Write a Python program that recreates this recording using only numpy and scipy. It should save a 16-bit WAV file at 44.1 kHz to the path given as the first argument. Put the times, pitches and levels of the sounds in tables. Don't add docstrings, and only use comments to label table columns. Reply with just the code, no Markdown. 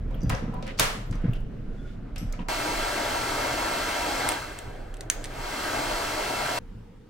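import sys
import numpy as np
from scipy import signal
from scipy.fft import rfft, irfft, next_fast_len
from scipy.io import wavfile
from scipy.ndimage import uniform_filter1d, map_coordinates

SR = 44100
rng = np.random.default_rng(int(sys.argv[2]) if len(sys.argv) > 2 else 0)


def store_pcm(level_fs):
    pcm = np.round(np.clip(level_fs, -1, 1) * 32767).astype(np.int16)
    wavfile.write(sys.argv[1], SR, np.atleast_2d(pcm).T)


def level_to_linear(level):
    exponent = np.asarray(level, float) / 20
    return 10 ** exponent


N = 312669
TIME = np.arange(N) / SR


def unit(x):
    return x / np.sqrt(np.mean(x ** 2) + 1e-20)


def along(points, hz):
    f, v = np.transpose(points)
    return np.interp(np.log(hz + 1), np.log(f + 1), v)


def curve(rows, column=1):
    rows = np.asarray(rows)
    return np.interp(TIME, rows[:, 0], rows[:, column])


def wobble(rate):
    knots = rng.standard_normal(int(N * rate / SR) + 4)
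    return map_coordinates(knots, [TIME * rate])


def filtered(x, response):
    m = next_fast_len(x.shape[-1] + 8192)
    hz = np.fft.rfftfreq(m, 1 / SR)
    return irfft(rfft(x, m) * response(hz), m)[..., :x.shape[-1]]


def rush(level_db, alike, patchy_db):
    z = signal.stft(rng.standard_normal((2, N)), nperseg=512)[2]
    field = rng.standard_normal(z.shape[1:])
    field = uniform_filter1d(uniform_filter1d(field, size=5, axis=0), size=12, axis=1)
    pair = signal.istft(z * level_to_linear(patchy_db * unit(field)), nperseg=512)[1][:, :N]

    def mid_side_gain(hz):
        slope = np.tan(np.arccos(np.clip(along(alike, hz), 0, 1)) / 2)
        return level_to_linear(level_db(hz)) * [np.ones_like(hz), slope]

    mid, side = filtered(pair, mid_side_gain)
    return np.array([mid + side, mid - side]) / np.std(mid)


def ringing(modes, t, spread_db):
    hz, t60 = np.transpose(modes)[:, :, None]
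    strength_db = spread_db * rng.standard_normal(hz.shape)
    return level_to_linear(strength_db - 60 * t / t60) * np.sin(2 * np.pi * hz * t)


def echoes(x, decay, colour):
    hz, t, z = signal.stft(rng.standard_normal((2, SR // 2)), SR, nperseg=128)
    fall = level_to_linear(along(colour, hz)[:, None] - 60 * t / along(decay, hz)[:, None])
    tail = signal.istft(z * fall, SR, nperseg=128)[1]
    tail *= np.minimum(np.arange(tail.shape[1]) / (0.00057 * SR), 1)
    return signal.fftconvolve(x[None], tail / np.linalg.norm(tail[0]), axes=1)


def blended(x, colour):
    pulse = filtered(signal.unit_impulse(len(x), 64), colour)
    return pulse * np.linalg.norm(x) / np.linalg.norm(pulse)


def add(out, s, sound):
    part = out[:, round(s * SR):][:, :sound.shape[1]]
    part += sound[:, :part.shape[1]]


def ears(pan_db):
    return level_to_linear(np.array([[pan_db / 2], [-pan_db / 2]]))


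# start_s, end_s
SHOT_CUTS = [2.485, 6.5887]
# pitch_hz, level_db (per Hz)
HALL_TONE = [(41, -29.5), (70, -9), (77, -22), (105, -1.5), (172, -7), (258, -9.5), (330, -19), (472, -17),
             (505, -24), (791, -48), (1620, -41.5), (12800, -69), (15000, -65.5)]
WASHROOM_TONE = [(40, -31), (70, 1), (95, -1.5), (118, 6), (150, -4), (220, -9.5), (280, -4.5), (550, -7.5),
                 (800, -10.5), (900, -22), (1200, -20), (1600, -16), (1750, -22), (3000, -40), (6000, -57)]
LOCKER_ROOM_TONE = [(41, -39), (70, -23), (112, -1), (147, -22.5), (168, -10), (225, -11), (395, -24),
                    (472, -16), (605, -35), (926, -28.5), (991, -33.5), (1420, -33.5), (15000, -62)]
ROOMS_DB = [-40, -44, -46.5]
# pitch_hz, likeness (1 = left and right alike)
ROOM_LIKENESS = [(30, 0.9), (130, 0.99), (290, 0.81), (640, .2), (1400, 0.61), (6800, .1)]
# start_s, throb_level_db, rumble_level_db
RUMBLE = [(0.0, -50, -35), (0.2, -33, -33), (0.33, -34, -30.5), (0.4, -33, -39.5), (0.7, -34, -52),
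          (1.1, -40.5, -32.5), (1.3, -25, -42), (1.43, -27.5, -39.5), (1.54, -39, -45.5), (1.68, -31, -46),
          (2.0, -40, -43.5), (2.2, -37, -36), (2.6, -41.5, -45), (4.6, -45.5, -45), (4.82, -37.5, -42),
          (5.1, -40.5, -49.5), (6.5, -46.5, -46), (7.09, -57, -54)]
# pitch_hz, level_db (per Hz)
RUMBLE_COLOUR = [(21, -31.5), (35, -2), (55, -13.5), (76, -11.5), (90, -22.5), (120, -38), (200, -120)]
# start_s, level_db
RUSTLE = [(0.0, -58), (0.14, -51.5), (0.35, -51), (0.82, -52), (0.96, -58), (1.28, -47.5), (1.47, -57),
          (2.2, -56), (2.38, -51.5), (2.47, -55.5)]
# pitch_hz, level_db (per Hz)
CLOTH = [(350, -12), (600, 3), (939, -8.5), (1470, -6.5), (1680, -10), (3510, -23), (14000, -50.5)]


def rooms():
    shot = np.searchsorted(SHOT_CUTS, TIME)
    tones = []
    for shape, db in zip((HALL_TONE, WASHROOM_TONE, LOCKER_ROOM_TONE), ROOMS_DB):
        air = rush(lambda hz: along(shape, hz), ROOM_LIKENESS, patchy_db=1.5)
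        tones.append(level_to_linear(db + 1.6 * wobble(4.7)) * air)
    throb = filtered(rng.standard_normal(N), lambda hz: 1 / (1 + ((hz - 27.24) / 8) ** 2))
    throb = level_to_linear(curve(RUMBLE) + 0.74 * wobble(2.78)) * unit(throb) * ears(-2.6)
    rumble = rush(lambda hz: along(RUMBLE_COLOUR, hz), ROOM_LIKENESS, patchy_db=2.5)
    rumble *= level_to_linear(curve(RUMBLE, column=2) + 1.2 * wobble(3.9))
    rustle = rush(lambda hz: along(CLOTH, hz), ROOM_LIKENESS, patchy_db=1.0)
    rustle *= level_to_linear(curve(RUSTLE) + 0.8 * wobble(26.15))
    return np.choose(shot, tones) + throb + rumble + rustle * (shot == 0)


# pitch_hz, t60_s
BRASS = [(2900, .04), (4800, .09), (5900, .035), (8100, .09), (11400, .22), (13700, .12)]
HOOK_DB = [-3, 0, -17]
# start_s, end_s, level_db
RATTLE = [(0.207, 0.3, -59.5), (0.3, 0.385, -54.5), (1.108, 1.164, -60), (2.186, 2.31, -72)]
# start_s, end_s, start_pitch_hz, end_pitch_hz, level_db, flicker_db
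SQUEAKS = [(1.05, 1.105, 13900, 14500, -69, 1.5), (1.295, 1.335, 14700, 14100, -69, 1.5),
           (1.73, 2.0, 3420, 3540, -69.5, 5.5), (1.72, 1.98, 1480, 1400, -64, 6)]


def handle():
    taps, squeak, t = np.zeros(N), np.zeros(N), np.arange(SR // 8) / SR
    for a, b, db in RATTLE:
        times = np.arange(a, b, .006)
        uneven = times + .003 * rng.standard_normal(len(times))
        taps[(uneven * SR).astype(int)] = level_to_linear(db + 3 * rng.standard_normal(len(times)))
    grit = level_to_linear(-60 * t / .012) * rng.standard_normal(len(t))
    grit = filtered(grit, lambda hz: 1 / (1 + ((hz - 6000) / 2000) ** 2))
    hook = level_to_linear(HOOK_DB) @ ringing(BRASS, t, spread_db=1)[1:4] + grit
    for a, b, start_hz, end_hz, db, flicker_db in SQUEAKS:
        u = np.clip((TIME - a) / (b - a), 0, 1)
        pitch = (start_hz + (end_hz - start_hz) * u) * (1 + 0.015 * wobble(300))
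        swell = level_to_linear(db + flicker_db * wobble(45.1)) * np.sin(np.pi * u)
        squeak += swell * np.sin(2 * np.pi * np.cumsum(pitch) / SR)
    return signal.fftconvolve(taps, hook)[:N] + squeak


# pitch_hz, t60_s
HALL_DECAY = [(200, .5), (1000, .55), (4000, .48), (8000, .42), (15000, .36)]
# pitch_hz, level_db
HALL_COLOUR = [(200, 8), (600, 8), (1500, 4), (4000, -3), (9000, -7), (15000, -13.5)]
# pitch_hz, t60_s, level_db
PANEL = [(540, 0.05, -0.5), (760, 0.036, -3.5), (983, .045, -2.5), (1296, 0.049, -4), (1625, .035, -6),
         (1960, .03, -7.5), (2300, 0.025, -8.5), (2700, .02, -9.5)]
# start_s, level_db
TAPS = [(0.109, -47), (.257, -47), (.300, -28.5), (.32, -33.5), (.338, -36.5), (.477, -43), (0.525, -47.5),
        (0.536, -41.5), (0.626, -40.5), (.676, -42.5), (2.159, -48), (2.335, -50), (2.391, -44)]
# start_s, end_s, centre_pitch_hz, level_db
SCRAPES = [(0.1, .2, 2200, -65), (0.297, .41, 1880, -50), (0.528, 0.596, 2500, -61),
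           (0.657, 0.728, 1890, -43), (0.774, 0.797, 4620, -44), (1.718, 1.981, 5500, -71),
           (1.86, 1.96, 3000, -63), (1.339, 1.378, 2600, -53), (2.332, 2.361, 2200, -55),
           (2.395, 2.437, 2200, -52)]


def panel():
    out, t = np.zeros((2, N)), np.arange(SR // 4) / SR
    grains_per_s = 5900
    for s, db in TAPS:
        modes = ringing([m[:2] for m in PANEL], t, spread_db=5.5)
        ring = level_to_linear(db + np.transpose(PANEL)[2]) @ modes * (1 - np.exp(-t / .001))
        add(out, s, ring * ears(.6))
        add(out, s, level_to_linear(-2.5) * echoes(ring, HALL_DECAY, HALL_COLOUR))
    for a, b, centre_hz, db in SCRAPES:
        u = np.arange(round((b - a) * SR)) / ((b - a) * SR)
        grains = (rng.random(len(u)) < grains_per_s / SR) * level_to_linear(3 * rng.standard_normal(len(u)))
        grains = grains * (.7 + rng.standard_normal((2, len(u))))
        rub = filtered(grains, lambda hz: (1 + (np.log2((hz + 1) / centre_hz) / 0.94) ** 2) ** -2)
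        rub = unit(rub) * level_to_linear(db) * np.sqrt(np.sin(np.pi * u))
        add(out, a, rub)
        add(out, a, level_to_linear(-28.0) * echoes(rub[0], HALL_DECAY, HALL_COLOUR))
    return out


# start_s, level_db, lowest_mode_level_db
KNOCKS = [(0.137, -23, -0.5), (0.230, -11.5, -4), (0.262, -18.5, 0), (0.29, -18, 2), (0.32, -12.5, -8),
          (0.423, -16.5, -5.5), (0.479, -14.5, -3.5), (0.794, -19, -4.5), (0.829, -24, -4),
          (1.098, -18.5, 0.5), (1.137, -20, -5), (1.239, -9, -6), (1.279, -14.5, 0), (2.213, -16, -10),
          (2.24, -24.5, 1.5), (2.388, -15.5, -8), (2.41, -24, -7.5)]
# pitch_hz, t60_s
LEAF = [(119, 0.12), (175, 0.064), (225, 0.071), (280, 0.084), (480, 0.082)]
LEAF_DB = np.array([1.5, -3.0, -8.5, -19.5])


def knocks():
    out, t = np.zeros((2, N)), np.arange(SR // 3) / SR
    soft_onset = (1 - np.exp(-t / 0.0041)) ** 2
    for s, db, low_db in KNOCKS:
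        modes = ringing(LEAF, t, spread_db=2.5)
        leaf = level_to_linear(low_db) * modes[:1] + level_to_linear(LEAF_DB) @ modes[1:]
        add(out, s, level_to_linear(db) * leaf * soft_onset)
    return out


# start_s, level_db, centre_pitch_hz, room_level_db, ring_level_db
LATCH = [(.107, -50, 1900, 4, -26), (.111, -60, 11000, -3, -26), (.143, -43, 2920, -6, -16),
         (.147, -48.5, 13800, -3, -20), (0.217, -46, 5700, 4, -1), (.205, -57, 6000, -4, -14),
         (0.232, -47, 6500, -2, -10), (0.232, -50, 13700, 2, -17), (0.295, -25.5, 2980, 3.5, -32),
         (.299, -24, 1190, 3, -26.5), (.348, -34, 5700, 0, -15), (.528, -61.5, 7000, -3.5, -35),
         (.540, -48, 3500, 4, -31), (.541, -52, 12800, -4.5, -24), (0.625, -35.5, 3500, 3.5, -22.5),
         (0.666, -43.5, 5000, 4, -23.5), (0.676, -34, 2550, 5, -23.5), (0.788, -22, 2490, 1.5, -24),
         (0.7952, -7, 3320, 7, -32.5), (.797, -12, 11000, -0.5, -32), (.801, -26, 776, -6, -33),
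         (1.110, -40.5, 6100, 4, -22.5), (1.126, -40, 1500, 5, -25), (1.154, -48.5, 5900, -3, -26),
         (1.242, -41, 1810, 4.5, -22), (1.217, -57, 8000, -4.5, -28), (1.404, -54.5, 9000, -4.5, -30),
         (1.333, -34.5, 2880, -4.5, -14), (1.334, -44.5, 11400, 4.5, -29), (2.159, -37.5, 4700, 2.5, -24.5),
         (2.160, -37, 2600, 4, -22), (2.180, -37.5, 5550, 4, -18), (2.18, -42, 8100, 7, -10),
         (2.183, -49.5, 11300, 1, -1), (2.324, -35.5, 5500, 1.5, -21), (2.325, -41, 10000, -2, -24),
         (2.334, -43, 2200, 0, -20), (2.391, -39.5, 2590, -6, -18), (2.397, -46, 3200, -13, -21)]


def latch():
    out, t = np.zeros((2, N)), np.arange(SR // 4) / SR
    envelope = level_to_linear(-60 * t / 0.018) * (1 - np.exp(-t / 0.0012))
    for s, db, centre_hz, room_db, ring_db in LATCH:
        breadth = max(1.97 + 0.01 * (db + 35.5) - 0.36 * (ring_db + 24.0), .3)
        colour = lambda hz: (1 + (np.log2((hz + 1) / centre_hz) / breadth) ** 2) ** -2.5
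        noise = envelope * rng.standard_normal((2, len(t)))
        crack, other = filtered(noise, lambda hz: colour(hz) / (1 + (hz / 14970) ** 4))
        scale = level_to_linear(db) / np.abs(crack).max()
        crack *= scale
        other = scale * filtered(other, lambda hz: .55 / np.sqrt(1 + (3550 / (hz + 1)) ** 2))
        reach_db = -55 * np.abs(np.log2(np.transpose(BRASS)[0] / centre_hz))
        ring = level_to_linear(db + ring_db + reach_db) @ ringing(BRASS, t, spread_db=0.5)
        add(out, s, (crack + ring + other * [[1], [-1]]) * ears(-0.48))
        add(out, s, level_to_linear(room_db) * echoes(blended(crack, colour) + ring, HALL_DECAY, HALL_COLOUR))
    return out


# start_s, level_db, low_level_db, middle_mode_level_db, scrape_level_db
SWITCH = [(4.2892, -8.5, -1.5, -11.5, -15.5), (4.319, -17.5, 3.5, -9, -12.5), (4.588, -25, 1, -8.5, -8),
          (4.941, -31.5, 5.5, -2.5, -14), (4.9686, -37, 5, -6, -4.5), (5.008, -25.5, 4, 0, -10.5),
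          (5.033, -52, 3.5, -3, -5), (5.1, -5.5, 1, 0.5, -20.5), (5.2413, -22.5, 4.5, -2, -9.5),
          (5.2464, -26.5, 6, -5, -9), (5.255, -26.5, 7, 4, -6.5)]
# pitch_hz, width_hz, level_db
PLASTIC = [(1875, 750, -2.5), (3860, 2300, -4.5), (6500, 770, 5.5), (8400, 1000, 3.5), (13700, 6500, -10)]
# pitch_hz, t60_s
TILES = [(1000, .22), (4000, .24), (8000, .22), (15000, .18)]
# pitch_hz, level_db
TILE_COLOUR = [(1000, 11.5), (4000, 2.5), (8000, -5), (15000, 3)]


def switch():
    out, t = np.zeros((2, N)), np.arange(SR // 20) / SR
    left_lag_s = .00003
    for s, db, low_db, middle_db, scrape_db in SWITCH:
        burst = level_to_linear(scrape_db) * np.exp(-t / .003) * rng.standard_normal(len(t))
        burst[[0, 30]] += .6, 1

        def shell(f):
            total = 0
            for k, (c, w, g) in enumerate(PLASTIC):
                gain = (-1) ** k * level_to_linear(g + low_db * (k < 2) + middle_db * (k == 2))
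                total = total + gain * 1j * f * w / (c * c - f * f + 1j * f * w)
            return total

        snap = filtered(burst, shell)
        snap *= level_to_linear(db) / np.abs(snap).max()
        lag = lambda f: np.exp(1j * np.pi * f * left_lag_s * [[-1], [1]])
        add(out, s, filtered(snap * ears(-0.5), lag))
        add(out, s, level_to_linear(-6.5) * echoes(blended(snap, shell), TILES, TILE_COLOUR))
    return out


# start_s, speed aimed at (share of full), rise_s
STEPS = [(5.1, .48, 0.01483), (5.24, 1, 0.11)]


def fan_speed():
    off_s, coast_s = 4.308, .33
    speed = 1 / (1 + (np.maximum(TIME - off_s, 0) / coast_s) ** 1.06)
    for s, aim, rise_s in STEPS:
        u = np.maximum(TIME - s, 0) / rise_s
        rise = aim - (aim - speed[round(s * SR)]) * (1 + u) * np.exp(-u)
        speed = np.where(TIME > s, rise, speed)
    return speed


# pitch_hz, level_db (per Hz)
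ROAR = [(88, -46), (150, -12), (294, -1.5), (584, -2), (945, -4), (1040, -1), (1570, -5), (1800, -7),
        (4000, -17.5), (5200, -37.5), (8800, -120)]
# pitch_hz, level_db (per Hz)
HISS = [(1470, -26.5), (2500, -8), (2680, -7), (3620, -11.5), (4230, -2.5), (7740, -4), (9840, -10),
        (15100, -16), (15900, -16)]
# pitch_hz, width_hz, level_db
ROOM_PEAKS = [(300, 33, 4.5), (605, 45, 7.5), (731.6, 11.4, 9.5), (826, 23, 9.5), (952.5, 81, 11),
              (1021, 38, -12), (1308, 90, 4), (1586, 106, 6.5), (2134, 250, 7.5), (2672, 97, 7.5),
              (3253, 330, 6), (4200, 800, 4.5), (7000, 620, -3.5), (8100, 600, 0.5)]
# multiple of the blade pitch, level_db at full speed
BLADES = [(1, -42.5), (2, -41), (4, -71.5)]
# start_s, level_db
AIM = [(2.5, 0.1), (3.5, 0.3), (5.6, 0.53), (6.2, -0.6), (6.6, 0.3)]
# pitch_hz, likeness (1 = left and right alike)
DRYER_LIKENESS = [(60, 0.98), (290, 0.94), (500, 1), (750, 0.38), (1400, 1), (3100, 0.52), (6800, 0.59),
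                  (9300, 0.47), (15000, 0.456)]
# pitch_hz, level_db
TILT = [(60, -7.5), (180, 0.5), (550, 1), (1650, 1.0), (4970, -1), (15000, 1.0)]
# pitch_hz, lead_rad
LEAD = [(0, 8.5), (600, -0.94), (860, 2), (1290, 0.78), (2500, -1.06), (4390, 1.4), (6030, -1), (8790, 1.5),
        (9130, 0.5), (9650, -3.5), (10200, 1.5), (12500, 1), (15800, 0.5), (16500, 5)]


def dryer():
    speed = fan_speed()
    speed_db = 20 * np.log10(speed)
    aim_db = curve(AIM)
    peaks = lambda hz: sum(db / (1 + (2 * (hz - c) / w) ** 2) for c, w, db in ROOM_PEAKS)

    flutter = aim_db + 0.084 * wobble(3.7) + 0.26 * wobble(14)
    roar = rush(lambda hz: along(ROAR, hz) + peaks(hz), DRYER_LIKENESS, patchy_db=1.0)
    roar *= level_to_linear(-30.0 + 2.73 * speed_db + flutter)
    hiss = rush(lambda hz: along(HISS, hz) + peaks(hz), DRYER_LIKENESS, patchy_db=0.4)
    hiss *= level_to_linear(-37.5 + 3.13 * speed_db + aim_db)

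    click_s, second_step_s = STEPS[0][0], STEPS[1][0]
    narrow = lambda hz: -10 * np.log10(1 + ((hz - 6550) / 130) ** 2)
    click_ring = rush(narrow, DRYER_LIKENESS, patchy_db=5.5)
    click_ring *= level_to_linear(-47.5 - 60 * np.abs(TIME - click_s))
    click_ring *= (TIME > click_s) & (TIME < second_step_s)

    blade_hz = 681
    turn = 2 * np.pi * np.cumsum(blade_hz * speed * (1 + 0.00306 * wobble(9.5))) / SR
    tone = sum(level_to_linear(db + 4.8 * speed_db + 2.2 * wobble(12)) * np.sin(k * turn) for k, db in BLADES)

    def left_right(hz):
        sides = np.array([[1], [-1]])
        return level_to_linear(along(TILT, hz) / 2 * sides) * np.exp(.5j * along(LEAD, hz) * sides)

    return filtered(roar + hiss + click_ring + tone, left_right)


def scene():
    shot = np.searchsorted(SHOT_CUTS, TIME)
    door = latch() + handle() + knocks() + panel()
    washroom = dryer() + switch()
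    return rooms() + door * (shot == 0) + washroom * (shot == 1)


def band_limit(x):
    return signal.sosfilt(signal.butter(12, 16990, fs=SR, output="sos"), x)


def record(dry):
    mix = filtered(dry, lambda hz: hz < 15950)
    return band_limit(mix)


dry = scene()
out = record(dry)
store_pcm(out)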